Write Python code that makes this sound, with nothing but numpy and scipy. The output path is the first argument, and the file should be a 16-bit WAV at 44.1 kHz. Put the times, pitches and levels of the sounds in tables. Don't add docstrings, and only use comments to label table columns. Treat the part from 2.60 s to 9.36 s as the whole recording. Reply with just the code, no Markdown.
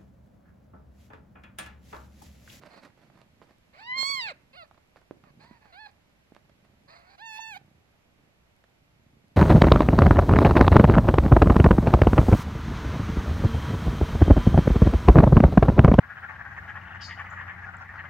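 import sys
import numpy as np
from scipy import signal
from scipy.fft import rfft, irfft, next_fast_len
from scipy.io import wavfile
from scipy.ndimage import map_coordinates

SR = 44100
rng = np.random.default_rng(int(sys.argv[2]) if len(sys.argv) > 2 else 0)


def wav_out(sig):
    wavfile.write(sys.argv[1], SR, np.round(np.clip(np.atleast_2d(sig).T, -1, 1) * 32767).astype(np.int16))


N = 298116

# level_db, swell_s, swell_db, mouth_opens_at_s, closing_share, overtones_db, sharp_db, hiss_ratio
CALLS = [(-42, 0.18, 17, 1.3505, 0.9, 16.5, -2.5, .4), (-53, 0.053, 7.5, 1.7, 0.6, 9.5, -27.5, 0.43),
         (-48.5, .07, 7.5, 3.09, 0, -6, -37.5, 0.45), (-46.5, 0.044, 7, 4.63, 0, -5, -15, 0.69)]
# time_s, pitch_hz
CRY_ARCH = [(1.13, 530), (1.151, 550), (1.18, 677), (1.215, 869), (1.291, 996), (1.324, 1009),
            (1.365, 1064), (1.43, 1075), (1.495, 1123), (1.53, 1115), (1.554, 1084), (1.59, 1044),
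            (1.621, 940), (1.66, 883), (1.69, 764), (1.73, 485)]
SQUEAK_ARCHES = [
    [(1.928, 520), (1.95, 543), (1.975, 741), (2.0, 695.4), (2.025, 650), (2.046, 586)],
    [(3.12, 699), (3.135, 681), (3.205, 874), (3.24, 859), (3.281, 807)],
]
MEW_ARCH = [(4.576, 650), (4.6, 788), (4.625, 896), (4.66, 909), (4.7, 877), (4.75, 867), (4.78, 887),
            (4.82, 894), (4.86, 885), (4.9, 884), (4.93, 813), (4.955, 715), (4.97, 816), (4.984, 780)]
# frequency_hz, gain_db
CRY_MOUTH = [(520, -1), (750, -1.5), (930, -2), (1080, 4.5), (1300, -0.5), (1520, 5), (1750, 5.5),
             (1880, -1.5), (2030, 12.5), (2170, 6), (2260, 8.5), (2600, 13.5), (2850, 10.5), (3300, -0.5)]
SQUEAK_MOUTH = [(550, 3.5), (850, -3), (1150, 4.5), (1400, 4), (1750, -2), (2100, 2), (2600, -9.5)]
MEW_MOUTH = [(700, -4), (890, -0.5), (1450, -0.5), (1780, -1), (2150, 0.5), (2450, 3), (2720, 1)]
# frequency_hz, gain_db
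CRY_THROAT = [(2600, 10), (3400, -10.5), (4350, 0.5), (4900, -10), (5600, -21.5), (6500, -26),
              (7500, -14.5), (8600, -34), (10000, -39.5), (11500, -34.5), (13000, -29)]
SQUEAK_THROAT = [(2600, 5.5), (3300, -7), (3900, 2.5), (4350, 3), (5000, -13), (5600, -31), (7500, -25),
                 (12500, -27)]
MEW_THROAT = [(2600, 16), (3500, 10.5), (4400, 7.5), (5300, -2.5), (6300, -2.5), (7300, -17), (8300, -24.5),
              (10000, -28.5), (12000, -17), (13200, -35.5)]
# middle_s, half_length_s, roughness_share
VOICE_CRACKS = [(1.438, .014, 0.09), (1.582, 0.027, 0.12), (2.021, .03, 0.14), (3.141, 0.043, .25),
                (3.271, 0.029, 0.42), (4.587, .03, .3), (4.774, 0.057, 0.24), (4.974, 0.025, 0.3)]
# middle_s, jump_db
VOICE_CATCHES = [(1.719, 10.5), (2.038, 11.5), (3.274, 11.5), (4.795, 13.5), (4.968, 11)]
# start_s, length_s, level_db, change_db, start_hz, end_hz
HOARSE_WHIMPERS = [(.1, .11, -59.5, 0.5, 702, 616), (1.125, .115, -65, 11, 539.4, 900),
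                   (2.033, 0.036, -57, -8, 600, 566), (2.637, 0.077, -64, 2.5, 630, 524),
                   (2.794, .095, -58, -2.5, 751, 986), (2.881, 0.11, -60, -2.5, 985, 888),
                   (3.005, 0.12, -62, 0, 862.6, 715), (3.269, 0.039, -59.5, -0.5, 818, 782),
                   (4.275, .11, -54.5, -1, 545, 691), (4.36, .075, -57, -4.5, 688, 643),
                   (4.415, .15, -63, 6.5, 630, 807)]
# frequency_hz, gain_db
HOARSE_COLOUR = [(300, -37), (480, -1), (650, 2.5), (1200, 3), (2300, -1), (2650, -0.5), (3000, -37.5),
                 (3600, -14), (4400, 2), (5000, -16), (5600, -21.5), (8000, -27), (13000, -49)]
# frequency_hz, left_minus_right_db, left_lead_radians
CRY_SPOT = [(650, -1.5, 0.29), (920, -17, 0.23), (1074, -9, 3.4), (1500, 0.5, 2), (2000, 3.5, 2),
            (2200, -5.5, 0.46), (3000, -8.5, 4.4), (3570, -8.5, 6.1), (4060, -10.5, 6.6),
            (4600, -11.5, 8.8), (5460, -6.5, 10.5), (7500, -14, 23), (9000, 7, 25.5), (12600, 0.5, 33.5)]
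SMALL_CALL_SPOT = [(650, -1, -2), (900, -12.5, -0.96), (1350, -6.5, 3.5), (1760, -6.5, 1), (2690, -5.5, 2),
                   (3260, -6, 2.5), (4270, -6, 1.73), (5760, -3, -3), (12100, 5, 2)]
# middle_s, length_s, level_db
PURR_BREATHS = [(0.007, 0.18, -55.5), (0.595, 1, -61), (1.6, 1.2, -61), (2.777, 0.62, -57.5),
                (4.08, 0.77, -63), (5.027, 0.43, -59.5), (5.6, .3, -66), (6.566, 0.93, -62.5)]
# centre_hz, width_hz, gain_db
CHEST_RINGS = [(132.8, 104.2, 3), (189, 130, -2.5)]
# middle_s, half_length_s, level_db
FUR_STROKES = [(.02, 0.024, -54), (.047, 0.057, -51.5), (.135, 0.14, -56), (0.177, .04, -56),
               (.246, 0.076, -51.5), (0.427, 0.15, -64), (.58, .14, -63.5), (0.834, 0.034, -58.5),
               (0.898, .08, -64.5), (1.39, 0.058, -49.5), (2.376, 0.038, -59.5), (2.84, 0.048, -59.5),
               (3.766, 0.035, -64.5), (4.052, 0.023, -62.5), (6.1, 0.064, -74)]
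# frequency_hz, gain_db
FUR_COLOUR = [(88, -35.5), (150, 0.5), (354, -4.5), (443, -8), (575, -2), (1070, -7), (2130, -11.5),
              (3330, -21.5), (4400, -18.5), (6050, -29), (13000, -39.5)]
# start_s, peak_db, centre_hz
TAPS_AND_CLICKS = [(.036, -38, 900), (0.302, -56, 900), (0.5, -53, 705), (0.616, -47.5, 2500),
                   (.817, -39.5, 510), (.822, -41, 670), (1.315, -52.5, 7500), (1.43, -30.5, 701),
                   (1.5, -43, 496), (2.112, -47, 900), (2.144, -62, 1810), (2.177, -52.5, 900),
                   (2.36, -46.5, 755), (2.416, -57, 810), (2.51, -28, 327), (2.639, -48, 1000),
                   (2.793, -48, 198), (2.911, -43.5, 189), (3.056, -50, 980), (3.721, -43, 214),
                   (3.749, -47, 2000), (3.765, -39, 804), (3.896, -59, 2200), (5.589, -77, 900),
                   (6.04, -54, 1700)]
# frequency_hz, fade_s
ECHO_FADES = [(200, 0.31), (2000, 0.38), (10000, 0.06)]
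# frequency_hz, gain_db
BACKGROUND_COLOUR = [(20, -14), (35, -21.5), (55, -7), (100, -9.5), (230, -17.5), (440, -19.5),
                     (700, -21.5), (1100, -28.5), (2260, -23.5), (4400, -33), (7300, -37.5), (9000, -44),
                     (12200, -38), (13200, -42)]
# frequency_hz, likeness
BACKGROUND_LIKENESS = [(60, 0.86), (180, 0.4), (510, -0.37), (1510, -0.66), (4410, -0.38), (12900, -0.078)]

TOP_HZ = 13250
RELEASE_S, RELEASE_DB = 0.015, 11.5
SOFT_START_DB = -5.5
SAG_DB_PER_OCTAVE, ROUGH_PER_OCTAVE = 6.5, 0.837
CLEAN_OCTAVES, RATTLE_DB = 0.12, 13.5
OPEN_S = 0.036
SHUT_THIRD_DB, SHUT_OVERTONES_DB, SHUT_SHARP_DB = -11, -9.5, -31.5
CATCH_HALF_S, CATCH_DIP = 0.01, 0.62
FLUTTER_LOW_DB, FLUTTER_HIGH_DB = 0.47, 4.5


def mew(arch, call, mouth_colour, throat_colour):
    base_db, swell_s, swell_db, opens_s, closing, open_overtones_db, open_sharp_db, hiss_ratio = call
    t, window = span(arch)
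    hz, = curves(arch, t)
    sag_octaves = np.log2(hz.max() / hz)
    cracks = sum(depth * (1 - ramp(np.abs(t - s), half)) for s, half, depth in VOICE_CRACKS)
    rough = np.clip(ROUGH_PER_OCTAVE * np.maximum(sag_octaves - CLEAN_OCTAVES, 0) + cracks, 0, 1)

    swell = ramp(t - t[0], swell_s)
    release = 1 - ramp(t[-1] - t, RELEASE_S)
    catch_db = sum(db * (1 - ramp(np.abs(t - s), CATCH_HALF_S)) for s, db in VOICE_CATCHES)
    level_db = base_db - swell_db * (1 - swell) - RELEASE_DB * release
    level_db -= SAG_DB_PER_OCTAVE * sag_octaves + CATCH_DIP * catch_db

    opened = ramp(t - opens_s, OPEN_S) * (1 - closing * ramp(t - opens_s, t[-1] - opens_s) ** 2)
    shut = 1 - opened
    overtone_db = level_db + opened * open_overtones_db + shut * SHUT_OVERTONES_DB + RATTLE_DB * rough
    sharp_db = level_db + opened * open_sharp_db + shut * SHUT_SHARP_DB
    harmonic = np.arange(1, 21)[:, None]
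    low_db = level_db + along(mouth_colour, harmonic[:3] * hz)
    low_db[0] += (1 + CATCH_DIP) * catch_db
    low_db[1:] += SOFT_START_DB * (1 - swell ** 3)
    low_db[2] += SHUT_THIRD_DB * shut * (1 - rough)

    hz = hz * (1 + 0.002 * wobble(t, 80.5) + 0.057 * rough * wobble(t, 450))
    phase = 2 * np.pi * np.cumsum(hz) / SR
    harmonic_hz = harmonic * hz
    throat = amp(along(throat_colour, harmonic_hz)) * (harmonic > 3) * (harmonic_hz < TOP_HZ)
    top = ramp(harmonic_hz - 5800, 900)
    gain = share_power(throat * (1 - top)) * amp(overtone_db - 2)
    gain += share_power(throat * top) * amp(sharp_db - 1)
    gain[:3] = amp(low_db)

    depth_db = FLUTTER_LOW_DB + (FLUTTER_HIGH_DB - FLUTTER_LOW_DB) * ramp(harmonic - 1, 5.2) ** 2
    flutter = amp(depth_db * np.array([wobble(t, 55.6) for _ in harmonic]))
    hiss = hiss_ratio * (harmonic_hz / TOP_HZ) ** 3.7
    fray = np.array([wobble(t, 700) + 1j * wobble(t, 700) for _ in harmonic])
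    fray *= 0.2 * rough * harmonic + hiss
    waves = np.imag((1 + fray) * np.exp(1j * harmonic * phase))
    tone = np.sqrt(2) * np.sum(gain / np.hypot(1, hiss) * flutter * waves, axis=0)
    breath = noise(HOARSE_COLOUR, len(t)) * (1 + 0.57 * np.cos(phase)) * np.linalg.norm(gain, axis=0)
    return window * (tone + amp(-6) * rough * breath)


def whimper(length_s, start_db, change_db, start_hz, end_hz, fade_s=0.013, bright_above_db=-60):
    t = np.arange(int(length_s * SR)) / SR
    progress = t / length_s
    window = ramp(np.minimum(t, length_s - t), fade_s)
    level_db = start_db + change_db * progress
    glide_hz = start_hz + (end_hz - start_hz) * progress
    arch = 0.036 * np.sin(np.pi * progress)
    tremble = 0.02 * wobble(t, 55) + 0.018 * wobble(t, 377.8)
    hz = glide_hz * (1 + arch + tremble)
    phase = 2 * np.pi * np.cumsum(hz) / SR
    tone = sum(amp(along(HOARSE_COLOUR, k * hz)) * k ** -0.3 * np.sin(k * phase) for k in range(1, 10))
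    breath = noise(HOARSE_COLOUR, len(t)) * (1 + 0.47 * np.cos(phase))
    rasp = (amp(-1) * unit(tone) + amp(-1.5) * unit(breath)) * amp(0.58 * wobble(t, 229.6))
    treble = filtered(rasp, lambda f: ramp(f - 2800, 600))
    treble_gain = amp(np.minimum(3.1 * (level_db - bright_above_db), 2))
    return window * amp(level_db) * (rasp + (treble_gain - 1) * treble)


def kitten():
    cry, small_calls = np.zeros(N), np.zeros(N)
    first, *squeaks, last = CALLS
    add(cry, CRY_ARCH[0][0], mew(CRY_ARCH, first, CRY_MOUTH, CRY_THROAT))
    for arch, call in zip(SQUEAK_ARCHES, squeaks):
        add(small_calls, arch[0][0], mew(arch, call, SQUEAK_MOUTH, SQUEAK_THROAT))
    add(small_calls, MEW_ARCH[0][0], mew(MEW_ARCH, last, MEW_MOUTH, MEW_THROAT))
    for start_s, *shape in HOARSE_WHIMPERS:
        add(small_calls, start_s, whimper(*shape))
    return box_colour(cry, CRY_SPOT) + box_colour(small_calls, SMALL_CALL_SPOT)


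def box_colour(voice, spot):
    spot = np.array(spot)

    def response(hz):
        left_gain = amp(along(spot[:, [0, 1]], hz))
        left_lead = np.exp(1j * along(spot[:, [0, 2]], hz))
        keep_power = np.sqrt(2 / (1 + left_gain ** 2))
        return np.array([left_gain * left_lead, np.ones_like(hz)]) * keep_power
    return filtered(voice, response)


def purr(beats_per_s=27.5, rest_db=-75):
    t = np.arange(N) / SR
    cycles = np.cumsum(beats_per_s * (1 + 0.047 * wobble(t, 4.2))) / SR
    beats = np.diff(np.floor(cycles), prepend=0) * amp(3.2 * wobble(t, 30))
    puffs = rng.standard_normal(N) * np.exp(-(cycles % 1) / 0.65)
    chest = lambda f: sum(amp(db) * resonance(f, hz, width) ** 2 for hz, width, db in CHEST_RINGS)
    body = amp(-5.5) * unit(filtered(beats, chest)) + amp(-6) * unit(filtered(puffs, chest))
    swells = sum(amp(db) * np.cos(np.pi / 2 * ramp(np.abs(t - middle_s), length_s / 2))
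                 for middle_s, length_s, db in PURR_BREATHS)
    return body * np.hypot(swells, amp(rest_db))


def taps_and_clicks(damping=0.67, rustle_fade_s=0.032):
    track, t = np.zeros(N), np.arange(SR // 10) / SR
    for start_s, peak_db, centre_hz in TAPS_AND_CLICKS:
        treble_cut = lambda f: 1 / (1 + 1j * f / (4 * centre_hz)) ** 2
        pulse_colour = lambda f: resonance(f, centre_hz, damping * centre_hz) * treble_cut(f)
        pulse = filtered(1.0 * (t == 0), pulse_colour)
        rustle_db = -39 + 0.3 * peak_db - 60 * t / rustle_fade_s
        rustle = unit(filtered(noise(FUR_COLOUR, len(t)), treble_cut)) * amp(rustle_db)
        add(track, start_s, rustle - amp(peak_db) * pulse / np.abs(pulse).max())
    return track


def fur_rubbing():
    track = np.zeros(N)
    for middle_s, half_s, level_db in FUR_STROKES:
        t = np.arange(int(2 * half_s * SR)) / SR
        grains = unit(noise(FUR_COLOUR, len(t)) * amp(3 * wobble(t, 220)))
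        add(track, middle_s - half_s, amp(level_db) * grains * np.hanning(len(t)) ** 2)
    rustle = noise(FUR_COLOUR, N) * amp(0.67 * wobble(np.arange(N) / SR, 17))
    return track + amp(-73) * rustle


def suckling(ticks_per_s=6, softest_db=-68, fade_s=0.0037):
    track, t = np.zeros(N), np.arange(SR // 40) / SR
    for when, size, brightness in rng.random((int(ticks_per_s * N / SR), 3)):
        hz = 6000 * 2 ** (1.3 * brightness - 0.75)
        burst = rng.standard_normal(len(t)) * amp(-60 * t / fade_s)
        tick = filtered(burst, lambda f: resonance(f, hz, hz))
        add(track, when * N / SR, amp(softest_db + 8 * size ** 2) * tick / np.abs(tick).max())
    return track


def room_echo(sound):
    hz, t, bands = signal.stft(rng.standard_normal((2, SR // 3)), SR, nperseg=256)
    fade = amp(-60 * t / along(ECHO_FADES, hz)[:, None])
    tail = signal.istft(bands * fade, SR, nperseg=256)[1]
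    return signal.fftconvolve(sound, tail / np.linalg.norm(tail[0]), axes=1)[:, :N]


def background():
    angle = lambda hz: np.arccos(np.clip(along(BACKGROUND_LIKENESS, hz), -1, 1)) / 2
    pair = np.array([noise(BACKGROUND_COLOUR, N), noise(BACKGROUND_COLOUR, N)])
    shared, opposite = filtered(pair, lambda hz: np.array([np.cos(angle(hz)), np.sin(angle(hz))]))
    return amp(-65.5) * np.array([shared + opposite, shared - opposite])


def amp(db):
    return 10 ** (np.asarray(db) / 20)


def unit(x):
    return x / np.sqrt(np.mean(x ** 2) + 1e-20)


def share_power(gains):
    return gains / np.sqrt(np.sum(gains ** 2, axis=0) + 1e-12)


def ramp(t, length):
    return np.clip(t / length, 0, 1)


def along(points, hz):
    frequencies, values = np.transpose(points)
    return np.interp(np.log(hz + 1), np.log(frequencies + 1), values)


def curves(rows, t):
    times, *columns = np.transpose(rows)
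    return [np.interp(t, times, column) for column in columns]


def span(rows, fade_s=0.0081):
    t = np.arange(round(rows[0][0] * SR), round(rows[-1][0] * SR)) / SR
    return t, ramp(np.minimum(t - t[0], t[-1] - t), fade_s)


def wobble(t, points_per_s):
    position = (t - t[0]) * points_per_s
    return map_coordinates(rng.standard_normal(int(position[-1]) + 4), [position])


def filtered(x, response):
    n = x.shape[-1]
    padded = next_fast_len(n + 8192)
    return irfft(rfft(x, padded) * response(np.fft.rfftfreq(padded, 1 / SR)), padded)[..., :n]


def noise(colour, n):
    return unit(filtered(rng.standard_normal(n), lambda hz: amp(along(colour, hz))))


def resonance(hz, centre_hz, width_hz):
    return 1j * hz * width_hz / (centre_hz ** 2 - hz ** 2 + 1j * hz * width_hz)


def add(track, start_s, sound):
    start = max(round(start_s * SR), 0)
    track[start:start + len(sound)] += sound[:max(N - start, 0)]


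def panned(x, right_db):
    return x * amp([[-right_db / 2], [right_db / 2]])


def scene():
    voice = kitten()
    noises = panned(fur_rubbing(), right_db=6.5) + panned(taps_and_clicks() + suckling(), right_db=7.5)
    echo = amp(-23) * room_echo(voice) + amp(-15.5) * room_echo(noises)
    return voice + noises + echo + panned(purr(), right_db=3) + panned(background(), right_db=1.5)


def record(dry):
    return filtered(dry, lambda hz: hz < TOP_HZ)


dry = scene()
out = record(dry)
wav_out(out)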